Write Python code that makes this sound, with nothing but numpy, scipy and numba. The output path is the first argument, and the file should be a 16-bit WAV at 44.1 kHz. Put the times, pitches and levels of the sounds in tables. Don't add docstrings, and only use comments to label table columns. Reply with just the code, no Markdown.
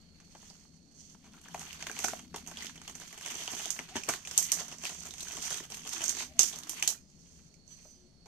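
import sys
import numpy as np
from scipy import signal
from scipy.fft import rfft, irfft, next_fast_len
from scipy.io import wavfile
from scipy.ndimage import uniform_filter1d
from numba import njit

SR = 44100
rng = np.random.default_rng(int(sys.argv[2]) if len(sys.argv) > 2 else 0)


def wav_record(signal):
    frames = np.transpose(np.atleast_2d(signal))
    bounded = np.clip(frames, -1, 1)
    quanta = np.round(bounded * 32767).astype(np.int16)
    wavfile.write(sys.argv[1], SR, quanta)


N = 365059

# f/Hz, left level/dB per Hz, right level/dB per Hz, likeness of the sides (0-1)
OUTDOOR_SPECTRUM = [(25, -85, -90.5, 0.6), (70, -83.5, -88.5, 0.3), (118, -87.5, -90, 0.6),
                    (167, -82, -88.5, 1), (265, -89.5, -98.5, 0.8), (332, -93.5, -95, 0.12),
                    (530, -101, -104, 0.9), (660, -101, -104, 0.4), (1030, -112, -113, 0.3),
                    (2000, -114, -114, 0.05), (3500, -113, -113, 0), (6000, -120, -103, 0.4),
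                    (7840, -117, -115, 0), (12800, -130, -128, 0), (15000, -150, -150, 0.06)]
# f/Hz, width/Hz, level/dB
HUM_TONES = [(75.3, 8.9, -73), (168.6, 22.7, -69), (239, 66, -69.5)]
# t/s, level/dB
TRAFFIC_SWELL = [(0, 2), (1, 2.5), (2.3, 6), (3.2, -1), (4.5, 3), (5.5, 3), (6.5, 3.5), (7.4, -1),
                 (7.7, -7.5), (8.28, -8)]
# start t/s, end t/s, start f/Hz, end f/Hz, level/dB
ENGINE_GLIDES = [(0, 1.5, 201, 197, -73), (1.5, 2.8, 162, 166, -68), (4.0, 5.9, 137, 133, -74),
                 (4.25, 4.7, 170, 180, -68), (4.7, 6.0, 243, 240, -74), (5.9, 6.8, 249, 248, -68),
                 (6.9, 7.2, 195, 197, -69), (7.2, 7.5, 167, 166, -70), (7.95, 8.1, 357, 360, -75)]
# t/s, level/dB
INSECT_DRONE_SWELL = [(0, 0), (.9, 0), (1.3, -3), (2, 0), (7, -3), (7.35, -3), (7.5, 1), (7.9, -1.5),
                      (8.28, 1)]
# t/s, effort level/dB, breadth/dB (mids against that level)
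HAND_EFFORT = [(0, -68, -0.5), (.1, -71.5, -0.5), (.44, -48.5, -11), (.87, -64, -15.5), (1.01, -43, -21.5),
               (1.2, -57, -11.5), (1.23, -62, -5), (1.27, -62, 0), (1.31, -62, 1), (1.36, -59, 0.5),
               (1.42, -63.5, 1.5), (1.46, -58.5, 1.5), (1.5, -60, 1.5), (1.6, -49, 1.5), (1.92, -53.5, 1),
               (2.04, -34.5, -4.5), (2.17, -55, 1), (2.27, -74.5, 12), (2.33, -71, 11), (2.36, -55, -0.5),
               (2.53, -52, -3.5), (2.65, -43, -1.5), (2.72, -55, -8), (2.86, -59, 3.5), (2.9, -52.5, 4.5),
               (2.94, -54, -7.5), (3.02, -49.5, 0.5), (3.16, -54.5, 0), (3.27, -39, -3), (3.6, -37.5, -5),
               (3.74, -47, -1.5), (3.92, -63.5, 6), (3.97, -35, -6), (4.02, -47.5, -9), (4.07, -54.5, 2),
               (4.1, -47, 10.5), (4.21, -47.5, -12.5), (4.35, -44, 1.5), (4.49, -47.5, 1),
               (4.61, -32.5, -6.5), (4.68, -55.5, -1), (4.73, -39, -11), (4.78, -50.5, -11.5),
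               (4.85, -37, -3), (5.0, -39, -16), (5.07, -44.5, -1.5), (5.13, -51, -8), (5.22, -43.5, -5.5),
               (5.5, -29.5, -10.5), (5.64, -50, 2.5), (5.69, -59.5, -1.5), (5.71, -46, 0.5),
               (5.78, -47, -3.5), (5.95, -37.5, -7.5), (6.23, -34, -7.5), (6.28, -50, -5.5),
               (6.35, -70, 9.5), (6.41, -29, -15.5), (6.5, -46.5, -2.5), (6.66, -56.5, 1), (6.8, -46, 2.5),
               (6.93, -51.5, 0.5), (7.03, -57.5, -18.5), (7.18, -57, -16.5), (7.24, -50.5, -19),
               (7.38, -50, -14.5), (7.64, -68, -17.5), (7.7, -50, -12), (7.86, -49.5, -15.5),
               (8.12, -73.5, -9.5), (8.23, -89.5, -2), (8.28, -58, 9.5)]
# t/s, crack level/dB, film level/dB, film f/Hz, thud level/dB, left minus right/dB, basic fade/ms
LOUD_SNAPS = [(0.2012, -53, -55.5, 1320, -63, -6, 6), (0.3494, -43, -49.5, 1190, -48, -5, 4.7),
              (0.4284, -51, -69, 4500, -54, -6, 1.8), (0.5, -40, -49.5, 4550, -56, -3, 5.4),
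              (1.241, -58, -68.5, 2000, -60, -3, 15), (1.4142, -41, -67, 4440, -72, 9, 3),
              (1.4406, -45, -57, 1440, -72, -8, 4.3), (1.484, -41, -51, 1690, -60, -1, 6.9),
              (1.544, -33, -40, 2430, -34.5, -7, 3.1), (1.5938, -29, -49, 3300, -53, 2, 4.5),
              (1.7074, -53, -41, 2640, -77, 6, 2.9), (1.729, -36.5, -42.5, 2450, -70, -14.5, 4.8),
              (1.805, -60, -43, 1790, -60, -5, 11), (1.8246, -46, -37, 2540, -53, 6, 3.9),
              (1.8681, -31, -33, 2000, -37, -1, 3.9), (1.8965, -39, -37.5, 1600, -39.5, -5, 4.1),
              (1.914, -28.5, -43, 2500, -65, -3, 3), (1.966, -49, -38, 2670, -45, -4, 3.8),
              (1.981, -33, -42, 2400, -60, -6, 2.5), (1.9895, -16, -35.5, 2370, -47, 6.5, 3.8),
              (2.0422, -12.5, -27, 1440, -28.5, -3, 2.2), (2.0452, -19, -29, 2480, -31, 4, 1.5),
              (2.083, -19.5, -32, 1430, -43, -3, 4.5), (2.132, -58, -52, 1300, -39, -4, 1.9),
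              (2.191, -46, -59, 3130, -41.5, -12, 3.5), (2.341, -54, -53, 1300, -35, -12, 4.7),
              (2.36, -27, -44, 3260, -52, -2, 11), (2.463, -38, -54, 2850, -56, -13, 3),
              (2.4733, -32, -53, 2920, -51, -10, 12.6), (2.513, -34, -40.5, 1720, -45.5, -7, 3.1),
              (2.571, -36, -37, 3350, -53, -2, 4.1), (2.5907, -47, -53, 3290, -51, -5, 3.8),
              (2.6223, -33, -42, 2000, -69, -7, 10), (2.6392, -41, -42, 2100, -66, -6, 3),
              (2.646, -32, -38, 1900, -69, -3, 3.4), (2.6674, -31, -39, 3250, -76, -7, 5.8),
              (2.695, -39, -41, 1610, -72, -3, 4.7), (2.7569, -37.5, -48.5, 2140, -61, -6, 10),
              (2.7769, -51, -45, 3080, -59, -6, 5), (2.816, -40.5, -45, 1490, -50, -4, 4),
              (2.8775, -38, -41, 3000, -52.5, -3, 8.2), (2.897, -35, -45, 2000, -57, -6, 3.3),
              (2.952, -27.5, -45, 1950, -54, -8, 6.9), (2.9994, -36, -53, 1630, -56, -7, 5.2),
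              (3.017, -40, -44, 1500, -47, -6, 2.5), (3.036, -42, -52, 2500, -60, -6, 3),
              (3.078, -39, -51, 3330, -74, -7, 4.8), (3.1268, -38, -43, 1880, -57, -4, 8.7),
              (3.1763, -33, -48, 3020, -54, 2, 5), (3.21, -32.5, -43.5, 1830, -62, -3, 5.8),
              (3.2291, -38, -52, 3080, -54, -8, 6.3), (3.261, -25.5, -37.5, 1670, -56, -4, 8.5),
              (3.4351, -41, -67, 2900, -70, -12.5, 3.3), (3.467, -32, -55, 3000, -65, -6, 2),
              (3.477, -31, -31.5, 3000, -37, -12, 2.3), (3.516, -27, -51, 2870, -50, -7, 15),
              (3.535, -37, -46, 3000, -60, -6, 2.8), (3.595, -30, -40.5, 3000, -47, -6, 6.4),
              (3.656, -20, -33.5, 3300, -44.5, -1, 4.9), (3.704, -14.5, -35, 4000, -54, -5.5, 6.4),
              (3.7901, -33, -32, 1880, -39, 0, 4.6), (3.8881, -62, -55, 2850, -52, 3, 16),
              (3.9551, -53, -42, 1480, -36.5, 13, 9.1), (3.9663, -44, -33.5, 3080, -42, -4, 3.9),
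              (4.035, -26.5, -41.5, 2560, -62, -4, 6.1), (4.0884, -18, -29, 1350, -25, -1, 3.8),
              (4.137, -24, -31.5, 1610, -39, 2, 4.6), (4.229, -44, -55, 2740, -93, -6, 6.9),
              (4.25, -32, -47, 2560, -70, -2, 16), (4.273, -26, -38, 3580, -49, 1, 5.1),
              (4.3116, -29, -35, 3970, -46, -5, 4.7), (4.3768, -4, -34.5, 3660, -45.5, 3, 6.7),
              (4.382, -14, -35, 2960, -59, -3, 3.4), (4.426, -17, -48, 4010, -68, -3, 5.1),
              (4.518, -7, -29, 4180, -44, -3.5, 6.2), (4.6813, -31, -50.5, 3210, -50.5, 0, 4.4),
              (4.715, -37, -45.5, 3150, -47, -1, 8.2), (4.784, -30.5, -57, 2620, -60, -5, 5.8),
              (4.8369, -28, -41, 2740, -45, -4, 6.2), (4.8526, -20, -33.5, 2600, -41, 7, 2.8),
              (4.893, -25, -44.5, 2770, -46.5, 0, 7.5), (4.9466, -31, -50, 4500, -60, -3, 5.5),
              (5.011, -43, -59, 2890, -52, -6, 4.2), (5.034, -39, -57, 4470, -56, -7, 4.1),
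              (5.054, -29, -60, 2580, -54, 1, 8.1), (5.069, -31, -50, 1500, -48, -9, 3),
              (5.108, -29.5, -41, 3680, -61, -6, 5.9), (5.138, -28, -41.5, 3650, -53.5, 1, 4.3),
              (5.1812, -30.5, -51, 2750, -60, -4, 7.4), (5.2058, -26, -40, 4050, -67, 1, 17),
              (5.229, -21.5, -50, 2650, -70, 3, 6.9), (5.283, -31, -47, 3340, -55, -5, 10),
              (5.3186, -27, -50, 3290, -62, -3, 14), (5.369, -22, -43, 3340, -46, 5, 5.4),
              (5.4237, -17, -49, 4130, -71, -1, 6.6), (5.453, -23, -47, 3000, -51, -5, 3.7),
              (5.505, -16, -39, 2980, -45, 9, 4), (5.518, -32, -40, 2900, -43, 1, 4),
              (5.5425, -19, -38, 3210, -57, 3, 3.4), (5.574, -24, -48, 3000, -58, -5, 2.7),
              (5.7017, -33, -52, 3300, -55, -1, 5.4), (5.7438, -27, -46, 2510, -61, 1, 7),
              (5.8496, -35, -45, 3220, -53.5, -1, 11), (5.874, -22, -40.5, 2960, -59, -4, 3.7),
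              (5.8916, -21.5, -49, 2500, -66, -1, 4.7), (5.9333, -25, -38.5, 3700, -49, -6, 7.7),
              (6.017, -25, -37, 3040, -48.5, 0, 13), (6.039, -9, -24.5, 6100, -50, -5.5, 2.7),
              (6.08, -19, -33, 6360, -54, -8, 5.2), (6.0907, -22, -49, 4500, -66, -6, 3.4),
              (6.0932, -10, -36, 3360, -66, -8, 3.7), (6.1038, -28, -50, 3500, -66, -7, 2.5),
              (6.108, -24, -52, 3500, -66, -9, 3), (6.171, -44, -50, 2290, -46, -8, 3.2),
              (6.2052, -40, -50, 2250, -41, -10, 3), (6.3923, 2.5, -19, 3900, -34.5, -3, 3.9),
              (6.4307, -5, -34.5, 3500, -44, -6, 7.9), (6.527, -35, -42.5, 3300, -54, -5, 16),
              (6.559, -31, -42.5, 4180, -65, -5, 5.4), (6.5874, -28.5, -71, 1690, -76, -3, 6.5),
              (6.634, -35.5, -41.5, 3600, -63, -7, 4.2), (6.673, -35, -60, 1810, -63, -2.5, 3.8),
              (6.6943, -17, -40, 2980, -51.5, -4, 4.8), (6.797, -37, -54, 2880, -54, -12, 4.5),
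              (6.825, -16, -25.5, 2830, -38.5, -2.5, 5), (6.8757, -10, -25.5, 4080, -47.5, -1, 9.5),
              (7.401, -59, -65, 2400, -69, -14, 5.4), (7.541, -41.5, -60.5, 2300, -83.5, -12, 4.3),
              (7.678, -48, -61, 6400, -79, -12, 3), (8.258, -64, -61, 4480, -54.5, -12, 11)]
# f/Hz, width/Hz
SLIDE_COLOURS = [(1350, 900), (2300, 1000), (3200, 800), (4150, 1100)]
# f/Hz, left level/dB, right level/dB
PORT_RESPONSE = [(154, 8, 5.5), (444, 6, 3), (487, 0.5, -8.5), (680, 4.5, 2.5), (1440, 0.5, -2),
                 (3260, 5.5, 1.5), (3320, 4.5, 1), (3920, -2, -1.5), (4600, 2.5, 3), (5030, -1.5, 6.5),
                 (5120, 0.5, 7.5), (5714, -10, 11), (6130, 1.5, 18), (7130, -1, 9), (8550, 4, 3),
                 (9200, -2.5, -2), (9900, -6.5, -7), (12400, -9, -1.5), (13560, -24, -5.5),
                 (15900, -67.5, -28)]
# t/s, level/dB, f/Hz, fade/ms
BOX_KNOCKS = [(0.651, -49.5, 870, 5.4), (1.148, -42, 905, 3.3), (1.262, -45, 850, 5.5),
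              (1.275, -49, 800, 4), (1.34, -45.5, 1250, 11), (1.375, -47, 1290, 7.6),
              (1.457, -42, 1290, 10), (1.501, -49, 1200, 5), (1.546, -31.5, 600, 1.7),
              (2.045, -29.5, 320, 3.1), (2.135, -26, 660, 2.8), (3.317, -37, 264, 13),
              (3.52, -45.5, 205, 11), (3.789, -39, 244, 22), (3.957, -29.5, 261, 5),
              (3.973, -37.5, 185, 5.7), (4.086, -33.5, 417, 7), (4.608, -35, 670, 16),
              (6.029, -41.5, 656, 5.4), (6.225, -31, 955, 6.7), (6.396, -33, 393, 8.5),
              (6.635, -53, 740, 5.4), (6.946, -46, 1690, 3.4), (7.39, -58, 1417, 9.6),
              (7.853, -51, 589, 11)]
# start t/s, end t/s, f/Hz at start, middle and end, level/dB
RUB_SQUEAKS = [(1.25, 1.285, 1550, 1150, 750, -74), (3.9, 3.945, 620, 740, 870, -62),
               (5.94, 6.06, 320, 325, 280, -63), (6.28, 6.338, 590, 610, 630, -71),
               (6.283, 6.328, 765, 775, 780, -73), (6.338, 6.364, 790, 800, 800, -74),
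               (6.342, 6.384, 680, 675, 670, -63), (6.6, 6.74, 300, 315, 330, -67),
               (6.94, 7.02, 2250, 2450, 2500, -80), (6.95, 7.13, 4800, 5090, 4800, -79)]
# start t/s, hold/s, level/dB
HINGE_TURNS = [(7.663, 0.063, -60), (7.803, 0.031, -59.5), (7.876, 0.016, -66)]
# f/Hz, level/dB in the first, second and third turn, 60 dB decay/s
HINGE_MODES = [(2299, -26, -34, -34, .08), (3655, -30, -26, -30, .12), (4909, -16, -17, -14, .8),
               (5196, -22, -16, -14, .25), (5640, -19, -24, -24, .15), (5890, -15, -22, -26, .12),
               (5990, 2, -22, -10, .3), (6043, -18, -1, -5, .55), (6185, -17, 1, -9, .45),
               (6255, -17, -12, -24, .12), (6398, -13, -22, -22, .2), (7180, -14, -22, -26, .12),
               (7300, -13, -20, -26, .15), (7772, -16, -26, -28, .12), (7966, -24, -22, -19, .55),
               (8458, -22, -18, -20, .4), (9109, -28, -25, -26, .3), (9631, -27, -28, -28, .25),
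               (10610, -30, -28, -30, .15), (11110, -29, -30, -30, .15), (12370, -27, -23, -25, .25),
               (13510, -32, -27, -29, .25), (14100, -34, -29, -31, .15)]

INSECT_HZ, INSECT_WIDTH_HZ, INSECT_DB = 4380, 270, -71.5
CREASES_PER_S, FILM_DOWN_S = 260, 6.97
THUD_LO_HZ, THUD_RANGE = 670, 1.33
THUD_UNDER_FILM_DB = -5.5
TREBLE_DB, TREBLE_PER_BREADTH, TREBLE_PER_DB = 6.5, 0.88, 0.01
FLURRY_DB, FLURRY_FADE_S = -14.5, 0.031
STRAIN_DB, STRAIN_S = 1, 0.02
SNAP_CRACK_HZ = 8400
SNAP_RISE_MS = (1, 3.6, 1.3)
RISE_SPREAD = 0.68
BUCKLE_DB, BUCKLE_MS = (5, 4), .8
GRAIN_DB, SHADE_DB = 2.5, 3
ROOM_T60_S, ROOM_DB = 0.16, (-14, -6)
TURN_RISE_S, TURN_FADE_S = 0.0093, 0.005
GRIP_DAMP_DB, CHATTER_DB = 3.5, 1.5
WAVER = .0032
TOP_HZ = 16300


def undb(db):
    return 10 ** (np.asarray(db) / 20)


def level(x, db):
    return x * undb(db) / np.sqrt(np.mean(x ** 2))


def curve(rows):
    s, *columns = np.transpose(rows)
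    return [np.interp(np.arange(N) / SR, s, column) for column in columns]


def walk(rate):
    hold = int(SR / rate)
    steps = np.repeat(rng.standard_normal(N // hold + 1), hold)
    return 1.3 * uniform_filter1d(uniform_filter1d(steps, hold), hold)[:N]


def glide(hz):
    return 2 * np.pi * np.cumsum(hz) / SR


def band_noise(hz, width_hz):
    sos = signal.butter(2, [hz - width_hz / 2, hz + width_hz / 2], "band", fs=SR, output="sos")
    return signal.sosfilt(sos, rng.standard_normal(N))


def outdoors():
    hum = traffic_hum() + engines()
    return hiss() * undb(0.66 * walk(4.1)) + hum * undb([[2.5], [-2.5]]) + insects()


def hiss():
    size = next_fast_len(N)
    log_hz = np.log(np.maximum(np.fft.rfftfreq(size, 1 / SR), 1))
    table = np.array(OUTDOOR_SPECTRUM)
    left_db, right_db, alike = (np.interp(log_hz, np.log(table[:, 0]), table[:, k]) for k in (1, 2, 3))
    alike = np.clip(alike, 0, 1)
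    first, second = rfft(rng.standard_normal((2, size))) * np.sqrt(SR / 2)
    right = alike * first + np.sqrt(1 - alike ** 2) * second
    return irfft([first * undb(left_db), right * undb(right_db)], size)[:, :N]


def traffic_hum():
    hum = sum(level(band_noise(hz, width), db) * undb(2.4 * walk(2.0)) for hz, width, db in HUM_TONES)
    return hum * undb(curve(TRAFFIC_SWELL)[0])


def engines():
    out, t = 0, np.arange(N) / SR
    for t0, t1, hz0, hz1, db in ENGINE_GLIDES:
        hz = np.interp(t, [t0, t1], [hz0, hz1]) + 0.92 * walk(11)
        fade = np.clip(np.minimum(t - t0, t1 - t) / 0.021, 0, 1)
        out = out + np.sqrt(2) * undb(db + 2.5 * walk(9)) * fade * np.sin(glide(hz))
    return out


def insects():
    swell = undb(1.6 * walk(8) + curve(INSECT_DRONE_SWELL)[0])
    sides = [level(band_noise(INSECT_HZ, INSECT_WIDTH_HZ), INSECT_DB + db) for db in (-8, 5)]
    return np.array(sides) * swell


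@njit
def bursts(start, size, rise, fade, hz, sharp, noise):
    out = np.zeros(len(noise))
    for n in range(len(start)):
        g, damping = np.tan(np.pi * hz[n] / SR), 1 / sharp[n]
        band, low = 0., 0.
        unrisen = 1.
        gain = size[n] * np.sqrt(SR * sharp[n] / (np.pi * hz[n]))
        fall = np.exp(-1 / fade[n])
        stop = start[n] + int(6 * fade[n] + 4 * sharp[n] * SR / hz[n])
        for i in range(start[n], min(len(noise), stop)):
            unrisen *= 1 - 1 / rise[n]
            v = (band + g * (gain * (1 - unrisen) * noise[i] - low)) / (1 + g * (g + damping))
            band = 2 * v - band
            low += 2 * g * v
            gain *= fall
            out[i] += damping * v
    return out


def creases(start, size, rise, fade, hz, sharp, noise, tick_db, give=0.99):
    one = np.ones(len(start))
    tick_size = size * np.sqrt(np.minimum(fade, 130) / give) * undb(tick_db)
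    tick = bursts(start, tick_size, give * one, give * one, hz, sharp * one, noise[::-1].copy())
    return tick + bursts(start, size, rise * one, fade, hz, sharp * one, noise)


def handling():
    effort_db, breadth_db = curve(HAND_EFFORT)
    s, crack_db, film_db, _, thud_db, *_ = np.transpose(LOUD_SNAPS)
    at = (s * SR).astype(int)
    flurry = np.zeros((3, N))
    flurry[:, at] = undb(np.array([crack_db, film_db, thud_db]) + FLURRY_DB) ** 2
    flurry = signal.lfilter([1], [1, -np.exp(-2 / (FLURRY_FADE_S * SR))], flurry)
    mark = np.zeros(N)
    mark[at] = 1
    strain = signal.lfilter([1], [1, -np.exp(-1 / (STRAIN_S * SR))], mark[::-1])[::-1]
    offsets_db = np.array([0 * breadth_db, breadth_db, breadth_db + THUD_UNDER_FILM_DB])
    steady_db = effort_db + STRAIN_DB * np.minimum(strain, 1) + offsets_db
    treble_db = TREBLE_DB + TREBLE_PER_BREADTH * breadth_db + TREBLE_PER_DB * effort_db
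    return (*10 * np.log10(undb(steady_db) ** 2 + flurry), treble_db)


def small_creases(scatter_db=3.5):
    u = rng.random((int(CREASES_PER_S * FILM_DOWN_S), 9)).T
    s = u[0] * FILM_DOWN_S
    size_db = np.minimum(-scatter_db * np.log(u[1]), 2.6 * scatter_db)
    crack, film_level, thud, _ = (lane[(s * SR).astype(int)] for lane in handling())
    crack_db = crack + size_db - 4.5 + 6 * u[2]
    film_db = film_level + size_db - 12.5 + 11 * u[3]
    thud_db = thud + size_db - 13.5 + 11 * u[5]
    film_hz, thud_hz = 1350 * 3.8 ** u[4], 320 * 5.5 ** u[6]
    fade_ms, pan_db = .35 + 2 * u[7] ** 2, -6 + 6 * (u[8] - .5)
    return np.array([s, crack_db, film_db, film_hz, thud_db, thud_hz, fade_ms, pan_db]).T


def loud_creases():
    s, crack_db, film_db, film_hz, thud_db, pan_db, fade_ms = np.transpose(LOUD_SNAPS)
    thud_hz = THUD_LO_HZ * THUD_RANGE ** rng.random(len(s))
    return np.array([s, crack_db, film_db, film_hz, thud_db, thud_hz, fade_ms, pan_db]).T


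def finger_grip():
    depth = np.where(np.arange(N) < FILM_DOWN_S * SR, 1, .5)
    grip = undb((1.9 * walk(90) + 0.97 * walk(25)) * depth)
    return [grip * level(undb(GRAIN_DB * walk(rate)), 0) for rate in (350, 200)]


def slide(shades):
    bands = [band_noise(hz, width) * shade for (hz, width), shade in zip(SLIDE_COLOURS, shades)]
    return level(sum(bands), 0)


def port(side, lo_hz, hi_hz):
    f, table = np.maximum(np.fft.rfftfreq(1024, 1 / SR), 1), np.array(PORT_RESPONSE)
    db = [np.interp(np.log(f), np.log(table[:, 0]), table[:, k]) for k in (1, 2)]
    mean = np.sqrt(np.mean(undb(db)[:, (f > lo_hz) & (f < hi_hz)] ** 2))
    cepstrum = irfft(db[side] * np.log(10) / 20)
    cepstrum[1:512] *= 2
    cepstrum[513:] = 0
    return irfft(np.exp(rfft(cepstrum)))[:512] / mean


def film():
    rows = np.vstack([loud_creases(), small_creases()])
    s, crack_db, film_db, film_hz, thud_db, thud_hz, fade_ms, pan_db = rows.T
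    loud = len(LOUD_SNAPS)
    start, fade = (s * SR).astype(np.int64), np.clip(fade_ms, .3, 60) * SR / 1000
    u = rng.random((len(s), 3)).T
    rise = np.maximum(np.outer(SNAP_RISE_MS, RISE_SPREAD ** (2 * u[1] - 1)) * SR / 1000, 1)
    rise[:, loud:] = np.maximum(.4 * rise[:, loud:], 1)
    crack_hz = 5500 * 3.5 ** u[0]
    crack_hz[:loud] = SNAP_CRACK_HZ * 1.5 ** (u[0, :loud] - .5)
    give = BUCKLE_MS * SR / 1000

    swish_db, slide_db, _, lift_db = handling()
    swish_grip, slide_grip = finger_grip()
    shades = [undb(SHADE_DB * walk(18)) for _ in SLIDE_COLOURS]
    shared = rng.standard_normal(N)
    thud = bursts(start, undb(thud_db + 1.0), rise[2], 1.88 * fade, thud_hz,
                  0.15 + 2.0 * u[2], rng.standard_normal(N))
    high = signal.butter(4, 4500, "high", fs=SR, output="sos")
    treble = signal.butter(2, 7600, "high", fs=SR, output="sos")
    out = []
    for side in (0, 1):
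        pan = undb((pan_db + 5.0) * (0.5 - side))
        heard = fade * (.45, .62)[side]
        crack = creases(start, pan * undb(crack_db - 5.0), rise[0], heard, crack_hz, 0.66,
                        rng.standard_normal(N), BUCKLE_DB[0], give)
        crack = crack + swish_grip * undb(swish_db - 5.0) * rng.standard_normal(N)
        crack = crack + (undb(lift_db) - 1) * signal.sosfiltfilt(treble, crack)
        ring = creases(start, pan * undb(film_db - 0.5), rise[1], heard, film_hz, 0.86 + 7.8 * u[2],
                       1.4 * shared + 1.2 * rng.standard_normal(N), BUCKLE_DB[1], give)
        ring = ring + slide(shades) * slide_grip * undb(slide_db - 5.5)
        bright = signal.oaconvolve(signal.sosfilt(high, crack), port(side, 5300, 13730))[:N]
        body = signal.oaconvolve(ring + thud, port(side, 360, 4300))[:N]
        out.append(bright + body)
    return np.array(out)


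def room(x):
    t = np.arange(int(.4 * SR)) / SR
    decay = np.exp(-np.log(1000) * t / ROOM_T60_S) * np.clip(t / 0.011, 0, 1)
    echo = rng.standard_normal((2, len(t))) * decay
    echo = echo / np.sqrt(np.sum(echo ** 2, axis=1, keepdims=True)) * undb(ROOM_DB)[:, None]
    return signal.oaconvolve(x, echo, axes=1)[:, :N]


def knocks():
    s, db, hz, fade_ms = np.transpose(BOX_KNOCKS)
    scuff = (hz > 750) & (hz < 1500)
    fade = np.clip(fade_ms, 1, 60) * SR / 1000
    sharp, tick_db = np.where(scuff, 1.8, 4.4), np.where(scuff, -9, 0.5)
    thumps = creases((s * SR).astype(np.int64), undb(db - 9.0), 53.0, fade, hz, sharp,
                     rng.standard_normal(N), tick_db)
    return thumps * undb([[2], [-2.5]])


def squeaks():
    out, t = 0, np.arange(N) / SR
    for t0, t1, hz0, hz1, hz2, db in RUB_SQUEAKS:
        x = np.clip((t - t0) / (t1 - t0), 0, 1)
        bend = np.polyfit([0, .5, 1], [hz0, hz1, hz2], 2)
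        hz = np.polyval(bend, x) + 10 * walk(120)
        swell = np.sqrt(2 * np.sin(np.pi * x) ** 2)
        out = out + swell * undb(db + 3 + 4 * walk(90)) * np.sin(glide(hz))
    return out * undb([[1.], [-1.]])


def hinge():
    t = np.arange(N) / SR
    push = []
    for start, hold, db in HINGE_TURNS:
        attack = np.clip((t - start) / TURN_RISE_S, 0, 1)
        release = np.exp(-np.maximum(t - start - TURN_RISE_S - hold, 0) / TURN_FADE_S)
        push.append(attack * release * undb(db))
    pressed, ring = np.minimum(sum(push) / np.max(push), 1), 0
    for hz, *turn_db, t60 in HINGE_MODES:
        fall = np.exp(-np.log(1000) / (t60 * SR))
        swings = [signal.lfilter([1], [1, -fall], p) for p in push]
        swing = sum(undb(db) * s * p.max() / s.max() for db, s, p in zip(turn_db, swings, push))
        pitch = hz * (1 + WAVER * (0.336 + pressed) * walk(40))
        flutter = undb(GRIP_DAMP_DB * walk(35) + CHATTER_DB * walk(150))
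        ring = ring + np.sqrt(2) * swing * flutter * np.sin(glide(pitch) + 2 * np.pi * rng.random())
    return ring * undb([[-8], [3.0]])


def scene():
    near = film() + hinge() + knocks() + squeaks()
    return near + room(near) + outdoors()


def record(dry):
    rounded = .8 * np.tanh(dry / .8)
    return signal.sosfilt(signal.ellip(8, .2, 70, TOP_HZ, fs=SR, output="sos"), rounded)


dry = scene()
out = record(dry)
wav_record(out)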